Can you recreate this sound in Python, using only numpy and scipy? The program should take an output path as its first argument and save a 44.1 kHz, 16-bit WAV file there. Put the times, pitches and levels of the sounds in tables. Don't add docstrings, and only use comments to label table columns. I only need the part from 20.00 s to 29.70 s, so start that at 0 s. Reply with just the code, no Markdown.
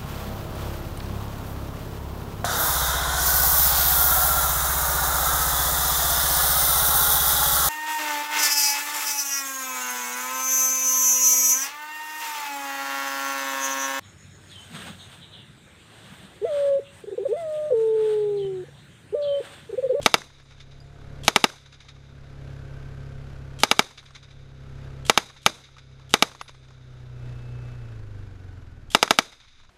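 import sys
import numpy as np
from scipy.fft import rfft, irfft, next_fast_len
from scipy.io import wavfile
from scipy.ndimage import uniform_filter1d, minimum_filter1d, map_coordinates

SR = 44100
rng = np.random.default_rng(int(sys.argv[2]) if len(sys.argv) > 2 else 0)


def put_to_file(sound):
    columns = np.atleast_2d(sound).T
    safe = np.clip(columns, -1, 1)
    whole_steps = np.round(safe * 32767)
    wavfile.write(sys.argv[1], SR, whole_steps.astype(np.int16))


N = 427769


def amp(db):
    return np.exp(np.asarray(db) * (np.log(10) / 20))


def along(points, hz):
    freqs, levels = np.transpose(points)
    return np.interp(np.log(hz + 1), np.log(freqs + 1), levels)


def wobble(rate, step=12):
    steps = np.arange(0, N, step)
    knots = rng.standard_normal(int(N * rate / SR) + 4)
    return np.interp(np.arange(N), steps, map_coordinates(knots, [steps * rate / SR]))


def filtered(x, response):
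    size = next_fast_len(len(x) + 8192)
    return irfft(rfft(x, size) * response(np.fft.rfftfreq(size, 1 / SR)), size)[:len(x)]


def noise(spectrum):
    x = filtered(rng.standard_normal(N), lambda hz: amp(along(spectrum, hz)))
    return x / np.sqrt(np.mean(x ** 2) + 1e-20)


def add(track, s, sound):
    start = max(round(s * SR), 0)
    track[start:start + len(sound)] += sound[:max(N - start, 0)]


def fade(t, t60):
    return np.exp(-np.log(1000) * t / t60)


def puffs(events, spectrum, rise, t60):
    t = np.arange(int((t60 + rise) * SR)) / SR
    envelope = -np.expm1(-t / rise) * fade(t, t60)
    power = np.zeros(N)
    for s, db in events:
        add(power, s, (amp(db) * envelope) ** 2)
    return np.sqrt(power) * noise(spectrum)


# t/s, working-cycle rate/Hz
CRUISE = [(0.0, 35.2), (0.62, 33.6), (1.02, 35.2), (1.28, 34.2), (4.49, 33.6), (5.9, 33.1)]
SLOWDOWN = [(6.35, 33.2), (7.23, 30.6), (7.76, 30.5), (7.92, 28.2), (8.17, 24.3), (8.55, 22.6),
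            (8.91, 16.8), (9.25, 14.7), (9.7, 14.2)]
# multiple of the cycle rate, level/dB
ENGINE_HARMONICS = [(1, -16), (2, -1), (3, -10), (4, 0.5), (5, -11), (6, -11.5), (7, -11.5), (8, -10),
                    (9, -17), (10, -13), (11, -17), (12, -9), (13, -11), (15, -11.5), (16, -10), (18, -16),
                    (20, -10)]
# f/Hz, level/dB
PIPE_EQ = [(14, -3.5), (40, 1), (70, 0.5), (120, 9), (137, 2), (165, -16.5), (240, -3.5), (340, -10),
           (460, -6), (600, -11.5), (800, -16)]
CLATTER_EQ = [(30, -18.5), (100, -9), (180, -15.5), (280, -17.5), (450, -19.5), (700, -22.5), (1050, -27),
              (1500, -22.5), (1800, -28), (2600, -32), (4700, -38), (7400, -44), (8500, -51),
              (11500, -50.5), (14500, -63.5), (16000, -78.5)]
RUMBLE_EQ = [(5, -19.5), (14, 5.5), (28, -2), (50, -14), (110, -15), (200, -23), (500, -51), (1500, -100)]


def engine(cruise_hz=34, step=30):
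    speed = np.interp(np.arange(N) / SR, *np.transpose([*CRUISE, *SLOWDOWN]))
    octaves_down = np.log2(cruise_hz / speed)
    unevenness = .003 + .017 * octaves_down ** 2
    angle = 2 * np.pi * np.cumsum(speed * (1 + unevenness * wobble(12))) / SR
    exhaust = np.zeros(N)
    for k, db in ENGINE_HARMONICS:
        strength = np.repeat(amp(db + along(PIPE_EQ, k * speed[::step])), step)[:N]
        exhaust += strength * np.cos(round(k) * angle - .12 * k * k)
    exhaust *= amp(-40 - 7.5 * octaves_down + .94 * wobble(9.3))
    beat = 1 + .19 * np.cos(angle) + .12 * np.cos(2 * angle)
    clatter = amp(-48 - 7 * octaves_down + .71 * wobble(9.9)) * beat * noise(CLATTER_EQ)
    rumble = amp(-43.5 - 1.5 * octaves_down + 1.2 * wobble(2.5)) * noise(RUMBLE_EQ)
    return exhaust + clatter + rumble


# t/s, rounds, shot spacing/s, shot to strike/s, strike level/dB,
# strike to ricochet/s, ricochet level/dB, impact change per round as the aim drifts/dB
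BURSTS = [(0.0605, 2, .0807, .458, -37, .11, -47, 7.5), (1.28, 3, .0804, .296, -32, .146, -29.5, 0),
          (3.634, 3, .0792, .341, -20, .172, -23, -9), (5.0965, 2, .0789, .19, -29, .14, -39, 0),
          (5.4622, 1, .08, .175, -27.5, .145, -31.5, 0), (6.1389, 2, .0849, .254, -27.5, .15, -45, 2.5),
          (8.948, 4, .0797, .292, -25, .15, -39, -3)]


def shots(first_heard_db=1.62):
    return np.array([(start + k * period, first_heard_db * (k == 0))
                     for start, count, period, *_ in BURSTS for k in range(round(count))])


# f/Hz, level/dB
BOLT_EQ = [(200, -18.5), (2000, -9), (3300, 1), (4600, -6), (7500, -5), (11000, -12), (15000, -23.5),
           (16000, -49)]


def bolt(lead_s=.045, pause_s=.15, ping_hz=3250):
    times = shots()[:, 0]
    t = np.arange(int(lead_s * SR)) / SR
    stroke = amp(np.interp(t, [0, .011, .014, .024, .04], [-42, -48.5, -34.5, -45, -39]))
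    ping = amp(-17.5) * np.sin(2 * np.pi * ping_hz * t) * -np.expm1(-t / .0067) * fade(t, .014)
    travel, sear = np.zeros(N), np.zeros(N)
    for s in times[np.diff(times, prepend=-1) > pause_s]:
        add(travel, s - lead_s, stroke)
        add(sear, s - lead_s, ping)
    closings = shots() - [.006, 0]
    clack = amp(-17.5) * puffs(closings, BOLT_EQ, rise=.0005, t60=.014)
    return travel * noise(BOLT_EQ) + sear + clack


# f/Hz, width/Hz, level/dB
FRAME_MODES = [(239, 170, -4.5), (448, 130, -5.5), (655.7, 130, -4.5), (851, 190, 0), (1261.5, 280, 0.5),
               (1619, 210, -8), (1990, 170, -4), (2283, 170, 0), (2747, 510, -4.5), (3420, 890, -8),
               (3835, 350, -1.5), (4910, 350, -4), (5170, 130, -16), (6427, 170, -9), (10130, 620, -24.5),
               (11100, 690, -26.5)]
# f/Hz, level/dB
CRACK_EQ = [(30, -19), (110, -10.5), (250, 4), (3000, 2), (6500, 0.5), (8000, -11.5), (11500, -9),
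            (15000, -20.5), (16500, -43)]
GROUND_EQ = [(30, -11.5), (100, -10), (180, -6), (420, 6.5), (700, 0.5), (1250, 6.5), (2000, -2.5),
             (4000, -11), (7000, -18), (11000, -33), (15000, -30.5)]


def muzzle_blast():
    def frame(hz):
        response = 0
        for k, (centre, width, db) in enumerate(FRAME_MODES):
            resonance = 1j * hz * width / (centre ** 2 - hz ** 2 + 1j * hz * width)
            response += (-1) ** k * amp(db) * resonance ** 2
        return response

    shocks = np.zeros(N)
    for s, db in shots():
        add(shocks, s, -amp([db + 47]))
    gas = amp(12) * puffs(shots(), CRACK_EQ, rise=.00049, t60=.023)
    ground = amp(-2.5) * puffs(shots(), GROUND_EQ, rise=.003, t60=.078)
    return filtered(shocks, frame) + gas + ground


# f/Hz, level/dB
BRUSH_EQ = [(40, -9.5), (150, -1.5), (500, 1.5), (1500, -6), (2800, -8), (6500, -7.5), (8200, -14),
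            (11000, -18), (15000, -29), (16000, -60.5)]
HILL_EQ = [(60, -12), (500, -14), (1500, 0), (4000, -2), (6800, -7.5), (8300, -22.5), (10500, -19.5),
           (13000, -41), (16000, -49)]


def echoes():
    brush = amp(-18.5 + 2 * wobble(110)) * puffs(shots(), BRUSH_EQ, rise=.0033, t60=.42)
    hill = amp(-41 + 1.8 * wobble(45)) * puffs(shots(), HILL_EQ, rise=.05, t60=2.02)
    return brush + hill


# f/Hz, level/dB
KNOCK_EQ = [(100, -15), (500, -9.5), (900, -1.5), (1350, 1), (2200, -8.5), (4000, -13.5), (6500, -15),
            (8000, -27), (15000, -42.5)]


def belt_links(bounces=4, settle_db_per_s=34):
    thrown = np.repeat(shots()[:, 0], bounces)
    lateness, softness = rng.random((len(thrown), 2)).T
    delay = .047 + .51 * lateness
    level_db = -18.5 - settle_db_per_s * delay - 10 * softness
    return puffs(zip(thrown + delay, level_db), KNOCK_EQ, rise=.0008, t60=.04)


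# t/s, knock level/dB, ring level/dB, ring focus f/Hz
CASE_LANDINGS = [(.217, -12, -55, 8300), (.425, -36, -50, 7300), (.803, -40, -43, 4900),
                 (1.498, -11, -56, 10300), (4.028, -27, -48, 8300), (6.349, -17, -62, 8300),
                 (6.412, -2.5, -41.5, 10300), (6.493, -16, -54, 8300), (9.077, -2, -43, 10300)]
# f/Hz, level/dB, t60/s
BRASS_MODES = [(4900, -1, .12), (7080, -8, .7), (8290, -7, .75), (10290, -3, .38), (10620, -2, .18),
               (11500, -5, .1), (12420, -3, .26)]


def spent_cases(focus_db_per_octave=24, flutter_db=3):
    t, ring = np.arange(SR) / SR, np.zeros(N)
    for s, _, ring_db, focus_hz in CASE_LANDINGS:
        for hz, db, t60 in BRASS_MODES:
            tumble = np.interp(t, np.linspace(0, 1, 90), rng.standard_normal(90))
            off_focus_db = focus_db_per_octave * abs(np.log2(hz / focus_hz))
            level_db = ring_db + db - off_focus_db + flutter_db * tumble
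            add(ring, s, amp(level_db) * np.sin(2 * np.pi * hz * t + tumble) * fade(t, t60))
    knocks = puffs([row[:2] for row in CASE_LANDINGS], KNOCK_EQ, rise=.00092, t60=.0196)
    return ring + knocks


def bullet_strikes():
    hits = []
    for start, count, period, delay, strike_db, skip, ricochet_db, drift_db in BURSTS:
        for k in range(round(count)):
            landing = start + k * period + delay
            hits += [(landing, strike_db + k * drift_db), (landing + skip, ricochet_db + k * drift_db)]
    crackle = amp(1.8 * wobble(450))
    return crackle * puffs(hits, HILL_EQ, rise=.0034, t60=.098)


# start t/s, end t/s, f/Hz, relative level/dB, pitch wander width/Hz
DRIVE_WHINES = [(0.54, 1.26, 694, -62, 12), (2.06, 3.6, 1555, -66, 14), (7.04, 8.07, 2611, -66, 7.9),
                (7.2, 9.4, 1497, -73, 30), (4.1, 7.8, 1330, -64.5, 140)]


def drive_whines():
    t, whines = np.arange(N) / SR, np.zeros(N)
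    for start, end, hz, db, width in DRIVE_WHINES:
        swell = np.sin(np.pi * np.clip((t - start) / (end - start), 0, 1))
        pitch = hz + width / 2 * wobble(40)
        whines += amp(db + 6) * swell * np.sin(2 * np.pi * np.cumsum(pitch) / SR)
    return whines


# f/Hz, width/Hz, level/dB
MIC_PEAKS = [(1350, 500, 3.5), (2250, 460, 5.5), (3735, 620, 11), (4920, 390, 5.5), (6250, 690, 4.5),
             (9300, 790, 3)]


def mic_colour(hz):
    boost_db = sum(db / (1 + (2 * (hz - centre) / width) ** 4) for centre, width, db in MIC_PEAKS)
    return amp(boost_db - 3)


def scene():
    gun = muzzle_blast() + bolt() + spent_cases() + belt_links()
    distance = filtered(echoes() + bullet_strikes(), mic_colour)
    bed = filtered(engine(), lambda hz: (mic_colour(hz) / mic_colour(0)) ** .16)
    return (gun + distance + bed + drive_whines())[None]


def gain_control(x, ceiling_db, hold_s, release_db_per_s, ahead_s):
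    over_db = np.maximum(20 * np.log10(np.abs(x) + 1e-9) - ceiling_db, 0)
    span, lead = 2 * int(hold_s * SR / 2) + 1, int(ahead_s * SR)
    coming_db = np.pad(over_db, (0, lead))[lead:]
    held_db = -minimum_filter1d(-coming_db, span, origin=span // 2, mode="constant")
    recovery_db = release_db_per_s * np.arange(N) / SR
    cut_db = np.maximum.accumulate(held_db + recovery_db) - recovery_db
    return x * amp(-uniform_filter1d(cut_db, size=88))


# f/Hz, level/dB
TREBLE_EQ = [(11500, -1), (15000, -5), (16400, -25.5)]


def record(dry, overload_db=17, hardness=4, top_hz=16400):
    saturated = dry[0] / (1 + np.abs(dry[0] / amp(overload_db)) ** hardness) ** (1 / hardness)
    ducked = gain_control(saturated, ceiling_db=-.43, hold_s=.17, release_db_per_s=19.5, ahead_s=.0061)
    return filtered(ducked, lambda hz: amp(along(TREBLE_EQ, hz)) * (hz < top_hz))[None]


dry = scene()
out = record(dry)
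put_to_file(out)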